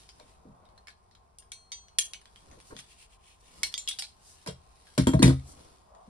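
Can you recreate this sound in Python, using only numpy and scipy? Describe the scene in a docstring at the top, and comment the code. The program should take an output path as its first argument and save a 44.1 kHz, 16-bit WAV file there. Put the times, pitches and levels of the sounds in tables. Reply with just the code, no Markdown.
"""Crimping tool in a wooden cabin

A ratchet crimping tool is squeezed on a cable terminal in a cramped boat cabin: the pawl clicks over its
teeth and snaps free, the jaws rattle, then the tool drops and bounces. Steel and boards are sums of fading
sine waves, with snaps and noise bursts. Hands, cable and clothes rustle as filtered, grainy noise, over a
faint low rumble, a soft wash and a thin hiss, all of filtered noise."""
import sys
import numpy as np
from scipy import signal
from scipy.fft import rfft, irfft, next_fast_len
from scipy.io import wavfile

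SR = 44100
rng = np.random.default_rng(int(sys.argv[2]) if len(sys.argv) > 2 else 0)


def to_wav(s):
    """Save 16-bit WAV."""
    ch = np.atleast_2d(s).T  # columns
    pcm = np.round(np.clip(ch, -1, 1) * 32767)  # PCM
    wavfile.write(sys.argv[1], SR, pcm.astype(np.int16))


N = 268564
TIME = np.arange(N) / SR

# All dB values are relative: later gains and filters also shape the final level.
# Pawl and jaws. Each row: start in seconds, level in dB, lows in dB, highs in dB, strongest resonance in Hz,
# second resonance in Hz, ringing of the other modes in dB, ringing of the strongest in dB, tail in dB,
# play of the jaws from 0 to 1.
CLICKS = [(1.385, -51, -31, -7.5, 9100, 5400, -6, 5, -4.5, 0),
          (1.518, -38.5, -4, -12, 3260, 2450, 0.5, -2, -6, 0),
          (1.718, -37.5, -4.5, -17, 6020, 4000, 3.5, 11, -3, 0),
          (1.9853, -19.5, -8.5, -12.5, 10280, 6050, -5.5, 21, -2, 0.1),
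          (2.1341, -35, -10, -18, 2380, 2970, -2, 5, -8, 0.02),
          (3.632, -21, -4, -12.5, 2180, 5600, -2, 7.5, -7.5, 0.7),
          (3.636, -27.5, -2, -25, 5300, 2420, -30, -19, -4.5, 1),
          (3.7398, -30.5, -3, -20.5, 3290, 4250, -11, -3, -8.5, 1),
          (3.7774, -33.5, -19, -15.5, 7300, 3450, 1, 15, -1.5, 0.23),
          (3.8751, -33, -11, -18, 3320, 2690, -7, 7, -2.5, .8),
          (3.887, -31, -12.5, -7.5, 3415, 2680, 2, 12, -3.5, 0.9),
          (3.91, -36.5, -8, -27, 3370, 4260, -4, 4, 0, 0.7),
          (3.987, -36.5, -3, -17.5, 4760, 6240, -16, -6, 2.5, 1),
          (3.9909, -33.5, -9.5, -11.5, 5400, 9200, -13, 21, -4.5, .8),
          (4.022, -35, 0, -19.5, 4230, 2600, -22, -6, -3, 1)]
# Light touches of terminal and fingers on the tool. Each row: start in seconds, level in dB,
# strongest resonance in Hz.
TICKS = [(0.0898, -38.5, 5340), (0.1983, -42, 4130), (0.653, -52.5, 3750), (0.6885, -54, 3980),
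         (0.777, -47, 4170), (0.871, -37, 2260), (0.8828, -36, 2280), (0.9028, -45.5, 4080),
         (1.111, -50.5, 4060), (1.15, -47.5, 4000), (1.4233, -47.5, 3070), (1.883, -48, 5850),
         (2.144, -37, 2900), (2.161, -52, 3450), (2.214, -46.5, 9600), (2.2555, -41.5, 3400),
         (2.359, -39.5, 3070), (2.46, -52, 9300), (2.513, -44.5, 6240), (2.601, -42.5, 9200),
         (2.7653, -33.5, 3360), (2.7893, -34.5, 3700), (3.725, -41, 5000), (3.826, -49, 8800),
         (4.869, -44, 1686), (5.396, -46, 2220), (5.949, -52, 6890)]
# Landings on the boards. Each row: start in seconds, boom in dB, knock in dB, clack in dB, steel in dB,
# favoured board pitch in Hz, strongest steel resonance in Hz, second steel resonance in Hz,
# ringing of the strongest in dB.
BOUNCES = [(4.462, -55, -43, -47, -47.5, 670, 1650, 5200, -8),
           (4.473, -37.5, -43.5, -43, -39.5, 453, 5250, 5300, 14),
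           (4.978, -19, -14, -33, -28.5, 601, 5330, 3450, 18),
           (5.070, -27.5, -11, -31, -32.5, 934, 3300, 7500, 0),
           (5.135, -17, -20, -34.5, -44, 638, 1504, 3700, 0),
           (5.192, -34, -16, -43, -51.5, 364, 4140, 5300, 26),
           (5.222, -20.5, -23, -32, -35.5, 454, 1730, 2300, 0),
           (5.2266, -16, -14.5, -27, -23, 1055, 4075, 1880, 2),
           (5.256, -18, -17, -37.5, -39.5, 710, 4075, 5400, 13),
           (5.278, -21.5, -15, -37, -34.5, 482, 3400, 5200, -6),
           (5.302, -33, -25, -40.5, -54.5, 495, 4100, 5230, 2)]
# Soft bumps of hand and cable on the woodwork. Each row: start in seconds, level in dB, pitch in Hz.
BUMPS = [(0.195, -59.5, 700), (.451, -58.5, 283), (0.474, -60.5, 206), (2.5, -70, 124.8), (2.568, -64, 368),
         (2.707, -59, 1390), (2.718, -56, 402), (2.745, -59.5, 213), (6.073, -57.5, 217)]

# Modes (natural tones) of the tool's side plates and spring. 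Each row: pitch in Hz, level in dB,
# time to fade by 60 dB in seconds when nothing else damps it.
STEEL_MODES = [(2240, -7, .12), (2620, -21, .3), (2794, -16, .15), (3203, -9, .36), (3330, -7, .14),
               (3480, -12, .09), (3801, -6, .14), (4075, -12, .16), (4253, -9, .75), (4285, -17, .3),
               (5055, -15, .2), (5160, -10, .09), (5380, -12, .11), (5480, -14, .11), (6019, -3, .3),
               (6385, -9, .3), (7149, -13, .33), (7450, -13, .16), (7800, -20, .5), (8540, -19, .5),
               (8812, -9, .38), (9437, -12, .14), (9860, -13, .15), (10400, -16, .08), (10650, -18, .06)]
# Modes of the boards and the hollow under them. Each row: pitch in Hz, level in dB,
# time to fade by 60 dB in seconds.
BOARD_MODES = [(63, -13, .45), (79, -11.5, .4), (112, -14, .2), (123, -12, .3), (133, 0, .27),
               (174, -1, .22), (205, -6, .14), (263, -3.5, .2), (300, -5, .08), (341, -9.5, .13),
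               (436, -4, .14), (489, -2, .15), (520, -3, .09), (604, -3, .15), (678, -10, .1),
               (935, -4, .1), (975, -4, .12), (1076, -4, .11), (1204, -14, .1), (1409, -12, .1),
               (1590, -7, .11), (1850, -6, .08), (2080, -10, .06), (2350, -12, .1)]

# Level of the rustle of hands and cloth, in four stretches. Each row: time in seconds, level in dB.
RUSTLE_LEVEL = [
    [(0.0, -61), (0.12, -73), (0.2, -69), (0.43, -80), (1.36, -83)],
    [(2.22, -77), (2.39, -69.5), (2.836, -66.5), (3.256, -88.5), (3.58, -60.5)],
    [(4.12, -73.5), (4.426, -66), (4.53, -76), (4.8, -69), (4.92, -65)],
    [(5.42, -69.5), (5.616, -63.5), (5.778, -71.5), (5.936, -79), (6.09, -74.5)],
]
# Sleeves swish as the arms move. Each row: middle in seconds, length in seconds, level in dB.
SWISHES = [(2.69, 0.058, -59.5), (3.41, 0.011, -64), (4.3, 0.09, -56), (5.5, 0.062, -54.5)]
# Short tugs work the terminal loose. 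Each row: middle in seconds, length in seconds, level in dB.
TUGS = [(0.3, 0.097, -66.5), (2.795, 0.028, -47.5), (2.918, 0.049, -57.5), (3.02, 0.055, -54.5),
        (3.131, 0.044, -61.5), (3.29, 0.097, -60), (3.48, 0.07, -62)]
# Dull rubs as the grip shifts. Each row: middle in seconds, length in seconds, level in dB.
RUBS = [(.25, 0.13, -66.5), (.55, 0.36, -64.5), (2.52, 0.13, -58.5), (2.722, 0.023, -49), (3.6, 0.16, -58),
        (5.56, 0.28, -56.5)]
# Swells of a soft, dull background wash. Each row: middle in seconds, length in seconds, level in dB.
WASHES = [(.62, 0.37, -64), (5.98, .14, -55.5)]

# Tone colour of a click on steel. Each row: frequency in Hz, level in dB per Hz.
CLICK_COLOUR = [(200, -33.5), (600, -14.5), (1200, -7), (2200, -2.5), (2750, -4), (3200, 1), (3800, -1.5),
                (5500, -3), (6900, 2.5), (8000, 4.5), (9300, 6), (10500, 3.5), (12000, 1.5), (14000, -12),
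                (16000, -16)]
# Tone colour of the rustle, used for the hiss too. Each row: frequency in Hz, level in dB per Hz.
RUSTLE_COLOUR = [(300, -7), (1200, -9), (2500, -6.5), (4800, -4.5), (7000, -8.5), (10000, -9.5),
                 (11300, -10.5), (12300, -24), (16000, -35)]
# Tone colour of the sleeves. Each row: frequency in Hz, level in dB per Hz.
SWISH_COLOUR = [(1000, -24), (3000, -13), (5000, -2), (7000, -2), (10000, -4), (12300, -10), (16000, -41)]
# Tone colour of the tugs. Each row: frequency in Hz, level in dB per Hz.
TUG_COLOUR = [(900, -31), (1700, -9), (2600, -1), (4500, -6), (7000, -7.5), (10500, -9), (12300, -26)]
# Tone colour of the rubs. Each row: frequency in Hz, level in dB per Hz.
RUB_COLOUR = [(100, 5.5), (220, 2.5), (380, 0), (620, 1.5), (1200, -2), (1700, -17), (4000, -41.5)]
# Tone colour of the low rumble. Each row: frequency in Hz, level in dB per Hz.
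RUMBLE_COLOUR = [(25, -12.5), (50, 1.5), (80, -4.5), (125, -13), (200, -14), (290, -24), (400, -19),
                 (520, -21), (750, -13), (1050, -13.5), (1500, -26.5), (2500, -36), (5000, -54.5)]
# Tone colour of the soft wash. Each row: frequency in Hz, level in dB per Hz.
WASH_COLOUR = [(350, -19.5), (620, 3.5), (1150, -1), (1600, -23), (4000, -52)]
# Dense, quickly dying modes of the planks. Each row: frequency in Hz, level in dB per Hz.
PLANK_COLOUR = [(100, -13.5), (300, -14), (620, -8.5), (780, -13), (1020, -23.5), (1280, -19.5),
                (1650, -18.5), (2500, -37.5), (6000, -55.5)]
# Treble tilt of the scattered tail: a lift near 11 kHz, duller above. Each row: frequency in Hz, level in dB.
REFLECTION_TILT = [(10800, 3.5), (12200, -3.5)]
# How alike left and right are. Each row: frequency in Hz, likeness from -1 (opposite) to 1 (same).
LIKENESS = [(30, 1), (150, 0.53), (400, 0.32), (800, -0.35), (1500, -0.095), (2500, 0.15), (5500, 0.045),
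            (7500, 1), (9500, 0.77), (12500, 0.8)]

RUMBLE_DB, HISS_DB = -62, -85.5
# The snap of a contact, and its strongest and second resonance
SNAP_DB, RESONANCE_OCTAVES = 21.5, .1
SECOND_DB, SECOND_OCTAVES = 5, .13
GRIPPED_DB = -12  # ringing of the other steel modes at a light touch, the hand closed round the tool
# Fully loose jaws: how far the modes wander (share of their pitch), how often, and how soon they die
LOOSE_WANDER, LOOSE_SHIFTS_PER_S, LOOSE_T60_S = .012, 150, .2
DROPPED_PLAY = .4  # play of the jaws in the dropped tool, from 0 to 1
# After each landing the loose handles chatter twice, weaker and duller each time
CHATTER_S, CHATTER_LOSS_DB, CHATTER_DULLING_DB = 0.014, 9, 17.5
HANDLE_HZ = 4300  # the resonance that the chatter favours
PLANK_T60_S = .15
HOLLOW_HZ = 100  # modes below this belong to the hollow, and keep their level after the blow
LOW_CUT_HZ = 45  # low cut that keeps the thuds free of sub-bass
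BENDING_DELAY_CYCLES = .6  # low bending waves cross slowly: modes start late by this part of a cycle
BUMP_DB_PER_OCTAVE = 13  # a bump's modes weaken with distance from its pitch
GRIP_S = .15  # the hands keep one grip for about this long
# Stereo widening: lateness of the left channel, and the range over which the effect sets in
WIDENING_LAG_S, WIDENING_HZ = .00016, (1100, 2200)
TOP_STOP_HZ = 16800  # from here up everything is at least 70 dB down


def from_db(db):
    """Turns decibels into a gain."""
    return 10 ** (np.asarray(db) / 20)


def at_hz(points, hz):
    """Reads a table of (Hz, value) on a log-frequency axis."""
    point_hz, value = np.transpose(points)
    return np.interp(np.log(np.maximum(hz, 1)), np.log(point_hz), value)


def add(out, s, sound):
    """Mixes a sound in from time s on."""
    start = round(s * SR)
    first = max(start, 0)
    part = sound[:, max(-start, 0):N - start]
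    out[:, first:first + part.shape[1]] += part


def coloured(x, spectrum, extra_db=lambda hz: 0):
    """Filters with no pre-echo (minimum phase); without extra_db white noise keeps its power."""
    size = 2 * next_fast_len(x.shape[-1] // 2 + 2048)
    hz = np.fft.rfftfreq(size, 1 / SR)
    gain = from_db(at_hz(spectrum, hz))
    gain = gain / np.sqrt(np.mean(gain ** 2)) * from_db(extra_db(hz))
    # folding the cepstrum (transform of the log gain) puts the filter's response after its input
    cepstrum = irfft(np.log(gain))
    cepstrum[1:size // 2] *= 2
    cepstrum[size // 2 + 1:] = 0
    response = np.exp(rfft(cepstrum))
    return irfft(rfft(x, size) * response)[..., :x.shape[-1]]


def diffuse(size):
    """White noise from all round at two microphones: alike in bass, unlike in the middle, alike in treble."""
    padded = 2 * next_fast_len(size // 2 + 1)
    mid, side = rfft(rng.standard_normal((2, padded)))
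    alike = np.clip(at_hz(LIKENESS, np.fft.rfftfreq(padded, 1 / SR)), -.99, .99)
    shared = np.sqrt((1 + alike) / 2) * mid
    opposite = np.sqrt((1 - alike) / 2) * side * [[1], [-1]]
    return irfft(shared + opposite)[:, :size]


def drift(per_s):
    """A slow random curve with a spread near 1, through per_s random points a second."""
    return np.interp(TIME * per_s, np.arange(8192), rng.standard_normal(8192))


def fade(t, t60):
    """Exponential decay of 60 dB in t60 seconds."""
    return np.exp(-np.log(1000) * t / t60)


def bell(hz, centre_hz, octaves=0.024):
    """A resonance's shape, 1 on top."""
    return 1 / (1 + (np.log2((hz + 1) / centre_hz) / octaves) ** 2)


def ripple(depth_db, spacing_hz):
    """Many short-lived resonances crowd together: chance peaks and dips, as a table of (Hz, dB)."""
    hz = 100 + np.arange(400) * spacing_hz
    db = depth_db * rng.standard_normal(len(hz))
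    mean_power_db = 10 * np.log10(np.mean(from_db(db) ** 2))
    return np.column_stack([hz, db - mean_power_db])


def strokes(rows):
    """Each stroke swells and dies away along a smooth bell curve."""
    return sum(from_db(db) * np.exp(-2 * ((TIME - s) / length_s) ** 2) for s, length_s, db in rows)


def background():
    """A wavering low rumble shaped by the cabin's resonances, a soft wash that swells twice, a thin hiss."""
    waver_db = drift(9)
    resonances = ripple(depth_db=3, spacing_hz=45)
    # the resonances set in between 150 and 300 Hz
    cabin_db = lambda hz: at_hz(resonances, hz) * np.clip(hz / 150 - 1, 0, 1)
    # one extra second lets the filter settle and is cut off
    rumble = coloured(diffuse(N + SR), RUMBLE_COLOUR, cabin_db)[:, SR:]
    rumble = from_db(RUMBLE_DB + waver_db) * rumble
    wash = strokes(WASHES) * coloured(diffuse(N), WASH_COLOUR)
    hiss = from_db(HISS_DB) * coloured(diffuse(N), RUSTLE_COLOUR)
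    return rumble + wash + hiss


def friction(colour, grain_db=1.5, grains_per_s=300):
    """Surfaces slide in tiny catches, heard through small resonances that change as the grip moves on."""
    catches = coloured(diffuse(N) * from_db(grain_db * drift(grains_per_s)), colour)
    out, step = np.zeros((2, N)), round(GRIP_S * SR)
    for start in range(-step, N, step):
        # each grip fades in while the one before fades out
        grip = np.clip(1 - np.abs(np.arange(N) - start - step) / step, 0, 1)
        resonances = ripple(depth_db=3.5, spacing_hz=90)
        first = max(start, 0)
        part = (catches * grip)[:, first:start + 2 * step]
        add(out, first / SR, coloured(part, resonances))
    return out


def rustle(cloth_db=4.0):
    """Hands and cloth rustle, sleeves swish, the grip rubs, and the terminal scrapes in the jaws."""
    s, db = np.vstack(RUSTLE_LEVEL).T
    level = from_db(cloth_db + np.interp(TIME, s, db))
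    cloth = level * friction(RUSTLE_COLOUR, grain_db=2.5, grains_per_s=620)
    sleeves = strokes(SWISHES) * friction(SWISH_COLOUR)
    scrapes = strokes(TUGS) * friction(TUG_COLOUR)
    rubs = strokes(RUBS) * friction(RUB_COLOUR, grain_db=2.5, grains_per_s=120)
    return cloth + sleeves + scrapes + rubs


def steel_ring(t, favoured_hz, free_db, favoured_db, play, apart_hz=2500):
    """The contact singles out one mode or a close group; grip damps the rest, and play makes all wander."""
    hz, db, t60 = np.transpose(STEEL_MODES)[:, :, None, None]
    chance_db = 1.5 * rng.standard_normal(db.shape)
    distance = np.abs(np.log2(hz / favoured_hz))  # in octaves
    favoured = distance < min(distance.min() + .03, .1)
    strength = from_db(db + chance_db + np.where(favoured, favoured_db, free_db))
    # higher modes differ more between left and right
    channel_phase = hz / apart_hz * rng.uniform(-0.58, 1, (len(STEEL_MODES), 2, 1))
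    phase = rng.uniform(0, 2 * np.pi, db.shape) + channel_phase
    # a time shift that changes at random bends the pitch up or down
    shift = np.cumsum(drift(LOOSE_SHIFTS_PER_S)[:len(t)]) / SR
    wander_s = play * LOOSE_WANDER * rng.choice([-1, 1], db.shape) * shift
    grip_damping = fade(t * ~favoured * np.clip(-free_db / 4, 0, 1.5), .2)
    damping = grip_damping * fade(t * play, LOOSE_T60_S)
    waves = np.sin((2 * np.pi * hz * (t + wander_s) + phase).astype(np.float32))
    return np.sum(damping * strength * fade(t, t60) * waves, axis=0)


def direct_snap(size, after_s=0.000892):
    """The straight path: one spike of unit energy at both microphones."""
    spike = np.zeros((2, size))
    spike[:, round(after_s * SR)] = 1
    return spike


def contact(lows_db, highs_db, resonance_hz, free_db, mode_db, tail_db, second_hz=None, play=0,
            crack_db=13, crack_t60=0.012, near_db=2, near_t60=0.12, cabin_db=-6.0, cabin_t60=0.24,
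            ring_db=-8, peak_db=8, rise_s=0.0012, rattle_db=2):
    """A snap and crack on steel, a scatter off close panels, the cabin's short tail and the steel's ring."""
    t = np.arange(SR // 2) / SR
    attack = np.minimum(t / rise_s, 1)
    crack = from_db(crack_db) * fade(t, crack_t60) * attack
    near = from_db(near_db) * fade(t, near_t60)
    cabin = from_db(cabin_db) * fade(t, cabin_t60)
    # play in the joints roughens the tail further
    rough_db = rattle_db * (1 + play / 2) * drift(300)[:len(t)]
    tail = np.hypot(near, cabin) * attack * from_db(tail_db + rough_db)

    tilt = [(1500, lows_db), (3000, 0.018), (5500, 0.0031), (8500, highs_db + 3.0)]
    body = ripple(depth_db=2, spacing_hz=420)

    def tone(hz):
        """The click's balance of lows and highs, with its chance resonances and its chosen ones."""
        second = SECOND_DB * bell(hz, second_hz, SECOND_OCTAVES) if second_hz else 0
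        strongest = peak_db * bell(hz, resonance_hz, RESONANCE_OCTAVES)
        return at_hz(tilt, hz) + at_hz(body, hz) + second + strongest

    reflections = ripple(depth_db=6.5, spacing_hz=95)
    scatter = coloured(diffuse(len(t)) * tail, reflections, lambda hz: at_hz(REFLECTION_TILT, hz))
    snap = from_db(SNAP_DB) * direct_snap(len(t))
    hit = coloured(snap + diffuse(len(t)) * crack + scatter, CLICK_COLOUR, tone)
    return hit + from_db(ring_db) * attack * steel_ring(t, resonance_hz, free_db, mode_db, play)


def crimper(tick_db=-11):
    """The pawl clicks and snaps free, the jaws rattle, and light touches tick: each is a contact on steel."""
    out = np.zeros((2, N))
    for s, db, lows_db, highs_db, resonance_hz, second_hz, free_db, mode_db, tail_db, play in CLICKS:
        click = contact(lows_db, highs_db, resonance_hz, free_db, mode_db, tail_db, second_hz,
                        np.clip(play, 0, 1))
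        add(out, s, from_db(db) * click)
    for s, db, resonance_hz in TICKS:
        tick = contact(4.6, -19.0, resonance_hz, GRIPPED_DB, mode_db=-8.0, tail_db=-4.5, peak_db=11)
        add(out, s, from_db(db + tick_db) * tick)
    return out


def board_ring(share_db, rise_cycles=0.34, apart_hz=900, plank_db=-2, change_s=0.046, upper_db=-0.5,
               later_db=-1.5, swell_s=0.0016):
    """Boards under one blow, shared out by share_db(Hz): low modes arrive last, so the thud drops in pitch."""
    t = np.arange(SR) / SR
    hz, db, t60 = np.transpose(BOARD_MODES)[:, :, None, None]
    age = np.maximum(t - BENDING_DELAY_CYCLES / np.maximum(hz, HOLLOW_HZ), 0)
    # the two microphones hear the higher modes further out of step, up to a limit
    channel_phase = np.minimum(hz / apart_hz, np.pi / 4) * np.array([[1], [-1]])
    phase = rng.uniform(0, 2 * np.pi, hz.shape) + channel_phase
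    swell = 1 - np.exp(-age * hz / rise_cycles)  # each mode builds up within about a cycle
    waves = np.sin(2 * np.pi * hz * age + phase)
    modes = from_db(db + share_db(hz)) * fade(age, t60) * swell * waves

    burst = diffuse(len(t)) * fade(t, PLANK_T60_S) * np.minimum(t / swell_s, 1)
    planks = coloured(burst, ripple(depth_db=6, spacing_hz=60))
    planks = coloured(planks, PLANK_COLOUR, lambda f: share_db(np.maximum(f, 450)))

    # level change of the upper modes after the blow: by later_db, around change_s
    change_db = upper_db + later_db * (1.5 - np.exp(-(t / change_s) ** 4))
    level_change = from_db((hz > HOLLOW_HZ) * change_db)
    sound = np.sum(level_change * modes, axis=0) + from_db(plank_db) * planks
    return signal.sosfilt(signal.butter(2, LOW_CUT_HZ, "high", fs=SR, output="sos"), sound)


def bumps(level_db=1, favour_db=8):
    """A soft bump wakes mainly the boards' modes near its pitch."""
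    out = np.zeros((2, N))
    for s, db, pitch_hz in BUMPS:
        def near(hz):
            """Share of the bump at each frequency, in dB."""
            return favour_db * bell(hz, pitch_hz) - BUMP_DB_PER_OCTAVE * np.abs(np.log2(hz / pitch_hz))

        bump = board_ring(near, plank_db=8.5, upper_db=10, later_db=3.5, swell_s=0.012)
        add(out, s, from_db(level_db + db) * bump)
    return out


def dropped_tool(boards_db=4.0, lows_db=4, highs_db=-11, favour_db=7, lead_s=0.001005):
    """Each landing sets the boards going, by the spot that is hit; the steel clicks, rings and chatters."""
    out = np.zeros((2, N))
    for (s, boom_db, knock_db, clack_db, steel_db, favoured_hz,
         resonance_hz, second_hz, mode_db) in BOUNCES:
        shares = [(180, boom_db), (250, knock_db), (350, knock_db), (450, clack_db)]
        thud = board_ring(lambda hz: at_hz(shares, hz) + favour_db * bell(hz, favoured_hz))
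        add(out, s - lead_s, from_db(boards_db) * thud)
        # k = 0 is the landing itself, then come two chatters of the handles
        for k in range(3):
            late_s = k * CHATTER_S * rng.uniform(.8, 1.2)
            click = contact(lows_db, highs_db - k * CHATTER_DULLING_DB, HANDLE_HZ if k else resonance_hz,
                            free_db=-21.5, mode_db=-15 if k else mode_db, tail_db=0.0,
                            second_hz=second_hz, play=DROPPED_PLAY, peak_db=6.5)
            add(out, s + late_s, from_db(steel_db - k * CHATTER_LOSS_DB) * click)
    return out


def widened(x):
    """Widens the stereo: in the treble the left channel is inverted and slightly late."""
    size = next_fast_len(N + SR // 10)
    hz = np.fft.rfftfreq(size, 1 / SR)
    amount = np.interp(hz, WIDENING_HZ, [0, 1])
    turn = amount * (np.pi - 2 * np.pi * hz * WIDENING_LAG_S)
    left = irfft(rfft(x[0], size) * np.exp(1j * turn), size)[:N]
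    return np.array([left, x[1]])


def scene(left_db=.5):
    """Tool, boards and rustle over the cabin's background, all a little louder on the left."""
    mix = background() + rustle() + crimper() + bumps() + dropped_tool()
    return mix * from_db([[left_db], [-left_db]])


def record(dry):
    """The stereo is widened and the top is cut steeply."""
    steep_cut = signal.cheby2(12, 70, TOP_STOP_HZ, fs=SR, output="sos")
    return signal.sosfilt(steep_cut, widened(dry))


dry = scene()
out = record(dry)
to_wav(out)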